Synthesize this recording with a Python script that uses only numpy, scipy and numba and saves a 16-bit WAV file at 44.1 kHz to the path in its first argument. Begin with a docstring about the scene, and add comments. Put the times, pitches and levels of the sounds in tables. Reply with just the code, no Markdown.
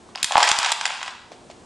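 """A tower of small wooden blocks topples onto a wooden floor, close by in a quiet living room.
Blocks click together as it leans, the bulk knocks on the boards, then loose blocks clatter and
settle; two soft bumps follow. The room rings briefly over a faint appliance hum. The microphone
is near-mono; the recorder turns its gain down in the din and clips the hardest blows."""
import sys
import numpy as np
from scipy import signal
from scipy.fft import rfft, irfft, next_fast_len
from scipy.io import wavfile
from scipy.ndimage import uniform_filter1d
from numba import njit

SR = 44100
rng = np.random.default_rng(int(sys.argv[2]) if len(sys.argv) > 2 else 0)


def master_out(mix):
    """Clip the mix to full scale and print it as 16-bit PCM to the path in sys.argv[1]."""
    frames = np.transpose(np.atleast_2d(mix))
    ceiling = np.clip(frames, -1, 1)
    pcm = np.round(ceiling * 32767).astype(np.int16)
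    wavfile.write(sys.argv[1], SR, pcm)


N = 72765
BLOW_TIME = np.arange(2048) / SR  # time axis of one blow [s]


def undb(db):
    """Decibels to gain; the tables' levels are relative, ahead of the mix and the recorder."""
    return 10 ** (np.asarray(db) / 20)


def colour(x, points):
    """Shape a sound by (Hz, dB) points without smearing its attack backwards."""
    size = next_fast_len(2 * len(x), real=True)
    hz, db = np.array(points, float).T
    log_hz = np.log(np.fft.rfftfreq(size, 1 / SR) + 1)
    log_gain = np.interp(log_hz, np.log(hz), db) * np.log(10) / 20
    cepstrum = irfft(log_gain, size)
    cepstrum[1:size // 2] *= 2  # fold to minimum phase
    cepstrum[size // 2 + 1:] = 0
    return irfft(rfft(x, size) * np.exp(rfft(cepstrum)), size)[:len(x)]


def butter(x, hz, kind, order=2):
    """Butterworth filter."""
    return signal.sosfilt(signal.butter(order, hz, kind, fs=SR, output="sos"), x)


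def unit(x):
    """Scale a blow to the energy of one millisecond at full level."""
    return x / np.sqrt(np.sum(x ** 2) * 1000 / SR)


def add(out, start_s, blow):
    """Mix a blow in at its start time."""
    i = int(np.clip(start_s * SR, 0, N - 1))
    out[i:i + len(blow)] += blow[:N - i]


def ring(hz, gain, t60):
    """Damped modes struck together."""
    decay = np.exp(-np.log(1000) * BLOW_TIME / t60[:, None])
    return unit(gain @ (np.sin(2 * np.pi * hz[:, None] * BLOW_TIME) * decay))


def burst(decay_s):
    """Noise that starts at once and dies away."""
    return rng.standard_normal(len(BLOW_TIME)) * np.exp(-BLOW_TIME / decay_s)


# room tone at the microphone (frequency [Hz], level [dB], side against mid [dB])
ROOM_TONE = [(25, -14, -8), (60.4, -1, -8), (129, -1.5, -11), (267, 0.5, -10), (470, -2.5, -10),
             (950, -5.5, -7), (1960, -17.5, -2.5), (4060, -19, -19), (8700, -20, -44), (11400, -35, -22),
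             (12100, -96, -22)]
def room_tone(level_db=-49):
    """The living room's quiet background noise, strongest in the bass."""
    hz, db, side_db = np.array(ROOM_TONE).T
    mid = colour(rng.standard_normal(N), np.c_[hz, db])
    side = colour(rng.standard_normal(N), np.c_[hz, db + side_db])
    return undb(level_db) * (mid + np.array([side, -side])) / mid.std()


def appliance_hum(pitch_hz=118.6, harmonics_db=(-63.5, -57.5, -58)):
    """An appliance drones steadily somewhere in the house."""
    t = np.arange(N) / SR
    return sum(undb(db) * np.sin(2 * np.pi * (k * pitch_hz * t + rng.random()))
               for k, db in enumerate(harmonics_db, 1))


# reverberation of the living room (frequency [Hz], level [dB], t60 [s])
REVERB_BANDS = [(149, 11.5, 0.83), (550, -11.5, 0.24), (926, -3.5, 0.65), (1900, -8, 0.58),
                (3550, -5, 0.66), (6600, -9, 0.57), (11300, -7, 0.4), (13000, -19, 0.18)]
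# width of the reflections at the microphone (frequency [Hz], side against mid [dB])
REVERB_WIDTH = [(700, -27), (1200, -10.5), (2400, -10.5), (4000, -15), (8000, -66)]
def reflections(x, build_s=0.001):
    """Dense reflections build up quickly and die at their own rate in each band."""
    t = np.arange(N) / SR
    log_hz = np.log(np.fft.rfftfreq(N, 1 / SR) + 1)
    hz, db, t60 = np.array(REVERB_BANDS).T
    noise = rfft(rng.standard_normal((2, N)))
    tail = 0
    for share, gain, band_t60 in zip(np.eye(len(hz)), undb(db), t60):
        band = irfft(noise * np.interp(log_hz, np.log(hz), share), N)
        envelope = np.exp(-np.log(1000) * t / band_t60) * (1 - np.exp(-t / build_s))
        tail = tail + gain * band * envelope / np.linalg.norm(envelope)
    mid, side = signal.fftconvolve(x[None], tail, axes=1)[:, :N]
    side = colour(side, REVERB_WIDTH)
    return mid + np.array([side, -side])


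# soft bumps against the tower and the floor (time [s], level [dB], pitch [Hz])
BUMPS = [(0.089, -39.5, 1200), (1.3134, -36, 490), (1.318, -26.5, 702), (1.4999, -28.5, 685)]
def bumps(soft_hz=1000, scuff_db=-5.5):
    """Soft bumps before and after the fall: a dull knock with a faint scuff."""
    out = np.zeros(N)
    for s, db, pitch in BUMPS:
        dull = unit(butter(knock(pitch), [pitch / 2, max(soft_hz, pitch)], "band"))
        scuff = undb(scuff_db) * crack(decay_s=0.02)
        add(out, s, undb(db) * (dull + scuff))
    return out


# low thumps of the recorder overloading (time [s], level [dB])
OVERLOAD_THUMPS = [(0.232, -23.5), (0.2448, -21.5), (0.3566, -9.5), (0.5149, -13.5), (0.59, -22.5),
                   (0.72, -35)]
def overload_thumps(thump_s=0.00044, rumble_db=-4, rumble_s=0.0032):
    """Low thumps of the recorder overloading on the hardest blows, with a brief wide rumble."""
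    mid, side = np.zeros((2, N))
    thump = unit(BLOW_TIME * np.exp(-BLOW_TIME / thump_s))
    for s, db in OVERLOAD_THUMPS:
        rumble = unit(butter(burst(rumble_s), [90, 420], "band"))
        add(mid, s, undb(db) * thump)
        add(side, s, undb(db + rumble_db) * rumble)
    return np.array([mid + side, mid - side])


# spectrum of wood meeting wood (frequency [Hz], level [dB])
CRACK_SPECTRUM = [(100, -27), (400, -36), (900, 2), (2000, 7), (5000, 3), (8000, -5), (10000, -15),
                  (13000, -20)]
def crack(decay_s=0.0021):
    """The brief rough snap of two hard faces meeting; a longer decay makes a scuff."""
    return unit(colour(burst(decay_s), CRACK_SPECTRUM))


# modes of a floor board (multiple of the knock pitch, level [dB], t60 [s])
BOARD_MODES = [(.84, -22, 0.035), (1, 5, 0.017), (1.25, -4.5, 0.017), (1.6, -16, .008), (2.75, -33, 0.0096)]
def knock(pitch, crack_db=-11, soft_hz=2630):
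    """A board rings under a small snap; a flat landing is softer than an edge, so has little treble."""
    ratio, db, t60 = np.array(BOARD_MODES).T
    board = ring(pitch * ratio, undb(db), t60)
    return butter(board + undb(crack_db) * crack(), soft_hz, "low")


# modes of a block (frequency [Hz], level [dB], t60 [s])
BLOCK_MODES = [(1634, 6, 0.013), (2529, 4, .014), (3250, 6.5, 0.012), (3920, -4.5, 0.014),
               (4945, -10, 0.025), (5930, -24.5, 0.022), (7180, -2, 0.018), (10000, -22, 0.022)]
def clack(tilt, floor_db, spread, scatter_db=2, ring_db=-2, crack_db=-1, floor_hz=965):
    """Two blocks meet: a snap, the modes of a slightly different block each time, and the floor."""
    hz, db, t60 = np.array(BLOCK_MODES).T
    detune, strength, polarity = rng.standard_normal((3, len(hz)))
    gains = np.sign(polarity) * undb(db + scatter_db * strength)
    modes = ring(hz * np.exp(spread * detune), gains, t60)
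    slope = [(100, -2 * tilt - 20), (750, -2 * tilt), (3000, 0),
             (10000, 1.7 * tilt), (11600, 5 * tilt - 22)]
    wood = unit(colour(undb(ring_db) * modes + undb(crack_db) * crack(), slope))
    floor = knock(floor_hz * np.exp(0.18 * rng.standard_normal()))
    return wood + undb(floor_db) * floor


# bright pings in the first clacks (time [s], level [dB], pitch [Hz])
PINGS = [(0.1514, -31.5, 2820), (0.158, -20, 4940), (.176, -26, 2800), (.2295, -5.5, 6910)]
def pings(t60_s=0.0049, crack_db=-11):
    """Bright pings: one block mode rings out in the first clacks, under a small snap."""
    out = np.zeros(N)
    for s, db, pitch in PINGS:
        mode = ring(np.array([pitch]), np.ones(1), np.array([t60_s]))
        add(out, s, undb(db) * (mode + undb(crack_db) * crack()))
    return out


# swell and fade of the clatter, per contact (time [s], level [dB])
TUMBLE_LEVELS = [(.165, -43), (.27, -37), (0.339, -26.5), (.40, -14), (.48, -10), (.53, -23), (.60, -21.5),
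                 (0.647, -17), (0.721, -24.5), (.78, -35), (.85, -27.5), (0.908, -26.5), (1.001, -37.5),
                 (1.09, -34.5), (1.149, -51.5), (1.249, -66)]
def tumble(contacts_per_s=420, scatter_db=3):
    """Dozens of loose blocks bounce off each other and the floor."""
    out = np.zeros(N)
    times, levels = np.array(TUMBLE_LEVELS).T
    for slot in np.arange(times[0], times[-1], 1 / contacts_per_s):
        s = slot + rng.random() / contacts_per_s
        db = np.interp(s, times, levels) + scatter_db * rng.standard_normal()
        add(out, s, undb(db) * clack(tilt=-0.58, floor_db=-5, spread=0.122))
    return out


# blocks landing flat on the floor (time [s], level [dB], pitch [Hz])
LANDINGS = [(.1575, -22.5, 766), (.3092, -7, 830), (.323, -10, 797), (.3553, 9.5, 876), (.3695, 2.5, 873),
            (.3715, -2.5, 860), (.3792, 9.5, 888), (.4035, -14, 830), (.4115, -2, 865), (.4148, -6.5, 810),
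            (.426, 3.5, 876)]
def landings():
    """The bulk of the tower comes down and sets the boards ringing."""
    out = np.zeros(N)
    for s, db, pitch in LANDINGS:
        add(out, s, undb(db) * knock(pitch))
    return out


# block against block near the microphone (time [s], level [dB], tilt [dB/octave], floor knock [dB])
COLLISIONS = [(0.155, -26, -1, -18), (0.182, -27, -6, -24), (0.2295, -0.5, 8, -39), (0.2302, -16, 18, -44),
              (0.2437, -1.5, 7.5, -20.5), (0.3214, -9, 5.5, -11), (0.3689, 1.5, -5, 2.5),
              (0.379, -1, 6.5, 9), (0.4292, 3.5, 2.5, -10), (0.4317, -6, 3.5, 1.5), (0.44, -1, -5.5, -15),
              (.4475, -12, 11, 3), (0.476, -2.5, 2.5, -6), (0.4897, 0, 5, -15.5), (0.4935, -9.5, 2, -1),
              (0.498, -11, 2, 0), (0.515, 3, 3.5, -29), (0.5878, -3, 8, -9), (0.63, -10, 4.5, 0.5),
              (.662, -11, 3, -0.5), (0.7187, -3, 8, -4.5), (0.723, -5.5, 3, -7), (0.8115, -11.5, 1, -5),
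              (0.855, -2.5, -0.5, -11.5), (0.863, -10, 5, -4.5), (.905, -14, -7, -2),
              (1.0147, -19, -7.5, -3), (1.0288, -15.5, -1.5, -6), (1.079, -17.5, -5, -8.5),
              (1.332, -65, -3.5, -3), (1.5123, -43, 3.5, -31)]
def collisions():
    """Blocks strike each other in single clacks, from the first lean to the last to settle."""
    out = np.zeros(N)
    for s, db, tilt, floor_db in COLLISIONS:
        add(out, s, undb(db) * clack(tilt, floor_db, spread=0.021))
    return out


def scene(blocks_db=6, blows_db=-2, bass_cut_hz=617):
    """The falling blocks, too small to radiate much bass, in their room, with the overload thumps."""
    blows = undb(blows_db) * (landings() + pings() + collisions())
    blocks = undb(blocks_db) * (blows + tumble())
    direct = butter(blocks, bass_cut_hz, "high", order=5) + bumps()
    return direct + reflections(direct) + overload_thumps() + room_tone() + appliance_hum()


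@njit
def follow_peaks(x, release):
    """Peak level with an instant rise and a slow fall."""
    out, peak = np.empty(len(x)), 0.
    for i in range(len(x)):
        peak = max(x[i], peak * release)
        out[i] = peak
    return out


# treble response of the recorder (frequency [Hz], gain [dB])
TREBLE_SHELF = [(10600, 0), (11600, -13)]
def record(dry, sense_s=0.0032, release_s=0.15, threshold_db=-37.5, ratio=1.433, top_hz=13500):
    """The recorder: gain control, overload on the hardest blows, and a steep treble cut."""
    power = uniform_filter1d(dry.mean(axis=0) ** 2, int(sense_s * SR))
    level = follow_peaks(np.sqrt(np.abs(power)), np.exp(-1 / (release_s * SR)))
    gain = np.maximum(level / undb(threshold_db), 1) ** (1 / ratio - 1)
    clipped = np.clip(dry * gain, -0.8, 0.8)
    shelved = np.array([colour(channel, TREBLE_SHELF) for channel in clipped])
    return signal.sosfilt(signal.ellip(8, .2, 80, top_hz, fs=SR, output="sos"), shelved)


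dry = scene()
out = record(dry)
master_out(out)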